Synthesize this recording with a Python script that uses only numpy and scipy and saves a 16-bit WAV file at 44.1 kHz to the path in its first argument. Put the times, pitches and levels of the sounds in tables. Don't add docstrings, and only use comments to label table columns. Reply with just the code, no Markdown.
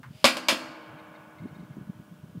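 import sys
import numpy as np
from scipy import signal
from scipy.fft import rfft, irfft
from scipy.io import wavfile
from scipy.ndimage import uniform_filter1d

SR = 44100
rng = np.random.default_rng(int(sys.argv[2]) if len(sys.argv) > 2 else 0)


def transcribe(signal):
    frames = np.atleast_2d(signal).T
    limited = np.clip(frames, -1, 1)
    pcm = np.round(limited * 32767).astype(np.int16)
    wavfile.write(sys.argv[1], SR, pcm)


N = 105840
T, HZ = np.arange(N) / SR, np.fft.rfftfreq(N, 1 / SR)

# [t/s, level/dB, tilt/(dB/octave), emphasised f/Hz, emphasis/dB, ring level/dB,
#        frame-mode level/dB, chip level/dB, fracture time constant/s]
BLOW_EVENTS = [(0.2427, -11, -1.48, 604, 4.5, -1.5, -1, -6.5, 0.012),
               (0.253, -27.5, 5, 5030, 2.5, -20.5, -21, -7, 0.0061),
               (0.3688, -34.5, -1, 2920, 0.5, -21.5, -22, -1.5, 0.0099),
               (0.4851, -16.5, 0.62, 2607, 7, 1, 1, -9, 0.0054),
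               (0.525, -34, -5.5, 5060, 16, -23, -10, -4, 0.0027)]
CRACK_S = BLOW_EVENTS[0][0]
# [f/Hz, T60/s]
CLATTER_SPECTRUM = [(40, -30.5), (170, -18), (260, 1), (320, -3.5), (420, -14.5), (590, 5), (740, -5.5),
                    (1150, 0), (1850, -8), (2300, 0), (3700, -2.5), (5100, -5.5), (6000, -12),
                    (7500, -12.5), (10000, -17), (13500, -23.5), (15500, -34)]
CLATTER_DECAY = [(100, 0.11), (260, 0.2), (500, .12), (1200, 0.18), (2600, 0.21), (5000, 0.16),
                 (14000, 0.1667)]
# [f/Hz, level/dB, T60/s]
FRAME_MODES = [(255, -18.5, 0.66), (330, -26.5, 1), (530.3, -18, 0.41), (645, -18.5, 0.15),
               (1049, -22, 0.46), (1130, -21.5, 0.24), (1610, -24.5, 0.75), (1940, -19.5, 0.32),
               (2350, -18, .22), (2280, -22, 0.1), (2493, -22.5, .3), (2740, -24.5, 0.39),
               (4290, -20, 0.39), (4930, -14, .25)]
# [f/Hz, T60/s]
RING_SPECTRUM = [(100, -34), (220, -0.5), (420, -8.5), (620, 0), (1150, -3), (1650, -6.5), (1900, -14.5),
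                 (2500, -7.5), (3800, -14), (4900, -4.5), (6000, -35), (15000, -41)]
RING_DECAY = [(200, 4.48), (600, 4.38), (1500, 5.83), (2300, 4.56), (3500, 2.2), (5000, 0.98), (14000, .8)]
# [f/Hz, T60/s]
SHUDDER_SPECTRUM = [(80, -22.5), (260, -3), (420, -8.5), (650, 0), (1200, 1.5), (1900, -4.5), (2600, -0.5),
                    (3900, -10), (4750, 0), (5700, -10.5), (11000, -16.5), (15000, -23.5)]
SHUDDER_DECAY = [(300, 1), (1500, .8), (4000, .7), (12000, 0.48)]
# [f/Hz, level/dB, T60/s]
LONG_MODES = [(202.2, -49, 2.7), (312.2, -46.5, 7.1), (472.7, -56, 7.7), (602.9, -51, 7.8),
              (855, -52.5, 4.8), (936, -54.5, 4.43), (1063, -47.5, 4.4), (1180, -47, 2.7),
              (1472, -52.5, 6.4), (1490, -57.5, 4), (1658, -61, 9.2), (1670, -55.5, 4), (2225, -54.5, 4.2)]
# [f/Hz, level/dB]
KNOCK_SPECTRUM = [(200, -23), (700, -6), (1050, 2.5), (1500, 3.5), (2300, -6), (3500, -18.5), (9000, -28.5)]
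# [f/Hz, half-width/Hz, level/dB]
SCRAPE_AND_SCUFF = [(2850, 840, -5.5), (4810, 450, -10), (8000, 6000, -12)]
# [f/Hz, half-width/Hz, level/dB]
SQUEAK_EVENTS = [(.995, -59), (1.16, -61), (1.395, -61.5), (1.44, -66), (1.485, -65), (1.559, -65.5),
                 (1.601, -65), (1.64, -68), (1.731, -71)]
SQUEAK_RESONANCES = [(2123, 53, 3.5), (3740, 35, -6), (4200, 300, -8)]
# [t/s, level/dB, f/Hz, Gaussian width/s]
PUFF_EVENTS = [(.003, -44.5, 200, 0.0034), (.074, -43.5, 135, 0.014), (0.109, -38, 208, 0.0043),
               (0.155, -43.5, 150, 0.0053), (.695, -51.5, 139.8, 0.0092), (0.907, -51.5, 130, 0.018),
               (0.953, -49, 140, 0.0098), (1.199, -51.5, 160, 0.012), (1.41, -41, 170, 0.0064),
               (1.447, -37, 180, 0.01), (1.457, -35.5, 225, 0.0044), (1.567, -47.5, 190, 0.0057),
               (1.608, -40, 165, 0.0083), (1.632, -39, 200, .007), (1.713, -41, 150, 0.0081),
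               (1.771, -37.5, 200.3, 0.0028), (1.784, -35.5, 194.2, 0.0036), (1.818, -42, 170, 0.0043),
               (1.875, -43, 150, 0.0045), (1.899, -28.5, 175, 0.0038), (2.001, -41.5, 165, 0.0058),
               (2.125, -43.5, 145, 0.0087), (2.24, -38.5, 160.1, 0.0049), (2.299, -44.5, 170.4, 0.0052),
               (2.358, -37.5, 219.8, 0.0055), (2.377, -34, 170, 0.0056)]
# [t/s, level/dB]
RUMBLE_SPECTRUM = [(20, -37), (50, -26.5), (100, -7), (170, -1.5), (280, -11), (450, -28.5), (1000, -40),
                   (3000, -71.5)]
RUMBLE_LEVEL = [(0, -54), (.2, -60.5), (.8, -64.5), (.95, -61.5), (1.3, -60.5), (1.45, -49), (1.95, -51),
                (2.1, -58.5), (2.4, -51.5)]
# [f/Hz, level/dB]
AIR_SPECTRUM = [(20, -17), (200, 12), (600, 7), (1500, 3.5), (2100, -6), (3100, 1), (4000, -6.5),
                (8000, -10), (13000, -11), (16000, -9)]


def splitter():
    ring = amp(-31.5) * dense_modes(RING_SPECTRUM, RING_DECAY) * (1 - np.exp(-T / 0.011))
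    shudder = amp(-17.5) * dense_modes(SHUDDER_SPECTRUM, SHUDDER_DECAY)
    frame = amp(0.5) * damped_modes(FRAME_MODES)
    chip_spectrum = unit(amp(curve(CLATTER_SPECTRUM, HZ)))
    octaves = np.log2(np.clip(HZ, 200, 8000) / 1500)
    out = np.zeros(N)
    add(out, CRACK_S, damped_modes(LONG_MODES))
    for start, db, tilt, hz, emphasis_db, ring_db, frame_db, chip_db, decay_s in BLOW_EVENTS:
        emphasis = 1 / (1 + (np.log2((HZ + 1) / hz) / 0.035) ** 2)
        colour = amp(tilt * octaves + emphasis_db * emphasis)
        force = fracture(decay_s)
        clatter = irfft(rfft(dense_modes(CLATTER_SPECTRUM, CLATTER_DECAY)) * colour, N)
        chip = amp(chip_db + 33.5) * minimum_phase_click(colour * chip_spectrum)
        response = clatter + chip + amp(ring_db) * (ring + shudder)
        blow = signal.fftconvolve(response, force)[:N] + amp(frame_db) * frame
        add(out, start, amp(db) * blow)
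    return out


def fracture(decay_s, chips_per_s=3000):
    force = rng.standard_normal(N) * (rng.random(N) < chips_per_s / SR) * np.exp(-T / decay_s)
    force[0] += 1
    spectrum = rfft(force)
    flattened = spectrum / (abs(spectrum) + 0.26 * np.linalg.norm(force))
    force = irfft(flattened, N)[:N // 20]
    return force / np.linalg.norm(force)


def minimum_phase_click(gain):
    cepstrum = irfft(np.log(gain + 1e-5), N)
    causal_fold = np.r_[1, np.full(N // 2 - 1, 2), 1, np.zeros(N // 2 - 1)]
    return irfft(np.exp(rfft(cepstrum * causal_fold)), N)


def dense_modes(spectrum, decay, smoothing_hz=88.8):
    hz, t, bands = signal.stft(rng.standard_normal(N), SR, nperseg=256)
    bands = bands * amp(-60 * t / curve(decay, hz)[:, None])
    tail = rfft(signal.istft(bands, SR, nperseg=256)[1][:N])
    power = uniform_filter1d(abs(tail) ** 2, size=int(smoothing_hz / HZ[1]))
    energy = curve(decay, HZ) * SR / np.log(1e6)
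    even_tail = tail * np.sqrt(energy / power)
    fade_out = np.clip((T[-1] - T) / 0.1 - 1, 0, 1)
    return irfft(even_tail * unit(amp(curve(spectrum, HZ))), N) * fade_out


def damped_modes(table):
    return sum(amp(db - 60 * T / t60) * np.sin(2 * np.pi * (hz * T + rng.random()))
               for hz, db, t60 in table)


def handle_knock(start_s=0.032, t60=0.2):
    out = np.zeros(N)
    add(out, start_s, amp(-45.5 - 60 * T / t60) * noise(curve(KNOCK_SPECTRUM, HZ)))
    return out


def blade_and_shoe(rub_s=0.078, creak_s=0.11, creak_hz=544, rise_hz=89):
    rubbing = amp(-53.5) * noise_bands(SCRAPE_AND_SCUFF) * np.clip((T - rub_s) / 0.13, 0, 1)
    strain = 1 - np.exp(-np.maximum(T - creak_s, 0) / 0.028)
    pitch = (creak_hz + rise_hz * strain) * (1 + 0.0065 * wander(hz=100))
    creak = amp(-61) * np.sqrt(strain) * np.sin(2 * np.pi * np.cumsum(pitch) / SR)
    return (rubbing + creak) * (T < CRACK_S)


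def settling_squeaks(width_s=0.0079):
    envelope = sum(amp(db) * np.exp(-0.5 * ((T - t) / width_s) ** 2) for t, db in SQUEAK_EVENTS)
    return noise_bands(SQUEAK_RESONANCES) * envelope


def wind():
    rumble = noise(curve(RUMBLE_SPECTRUM, HZ))
    strength_db = np.interp(T, *np.transpose(RUMBLE_LEVEL)) + 4 * wander(hz=25.4)
    out = rumble * amp(strength_db)
    jittered_time = np.cumsum(1 + 0.196 * wander(hz=153.3)) / SR
    for t, db, hz, width_s in PUFF_EVENTS:
        phase = 2 * np.pi * (hz * jittered_time + rng.random())
        swell = amp(db) * np.sqrt(2) * np.exp(-0.5 * ((T - t) / width_s) ** 2)
        out += swell * (np.sin(phase) + 0.11 * np.sin(2 * phase))
    return out


def air():
    return amp(-62) * noise(curve(AIR_SPECTRUM, HZ))


def noise_bands(table):
    return sum(amp(db) * noise(-20 * np.log10(1 + ((HZ - hz) / width) ** 2)) for hz, width, db in table)


def wander(hz):
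    return noise(-80 * (HZ > hz))


def noise(db):
    return unit(irfft(rfft(rng.standard_normal(N)) * amp(db), N))


def curve(points, hz):
    f, value = np.transpose(points)
    return np.interp(np.log(hz + 1), np.log(f + 1), value)


def amp(db):
    return 10 ** (np.asarray(db) / 20)


def unit(x):
    return x / np.sqrt(np.mean(x ** 2) + 1e-20)


def add(mix, start_s, sound):
    part = mix[round(start_s * SR):][:len(sound)]
    part += sound[:len(part)]


def scene():
    return (splitter() + handle_knock() + blade_and_shoe() + settling_squeaks() + wind() + air())[None]


def record(dry, low_hz=70, high_hz=15750, threshold_db=-14, release_db_per_s=5.5):
    dry = signal.sosfilt(signal.butter(2, low_hz, "highpass", fs=SR, output="sos"), dry)
    power_db = 10 * np.log10(abs(uniform_filter1d(dry[0] ** 2, size=400)) + 1e-12)
    fall_db = T * release_db_per_s
    held_peak_db = np.maximum.accumulate(power_db + fall_db) - fall_db
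    excess_db = np.maximum(held_peak_db - threshold_db, 0)
    gain_db = -0.24 * signal.lfilter([1 / 600], [1, 1 / 600 - 1], excess_db)
    saturated = np.tanh(dry * amp(gain_db))
    lowpass = signal.firwin(511, high_hz, window=("kaiser", 9), fs=SR)
    return signal.oaconvolve(saturated, lowpass[None], "same")


dry = scene()
out = record(dry)
transcribe(out)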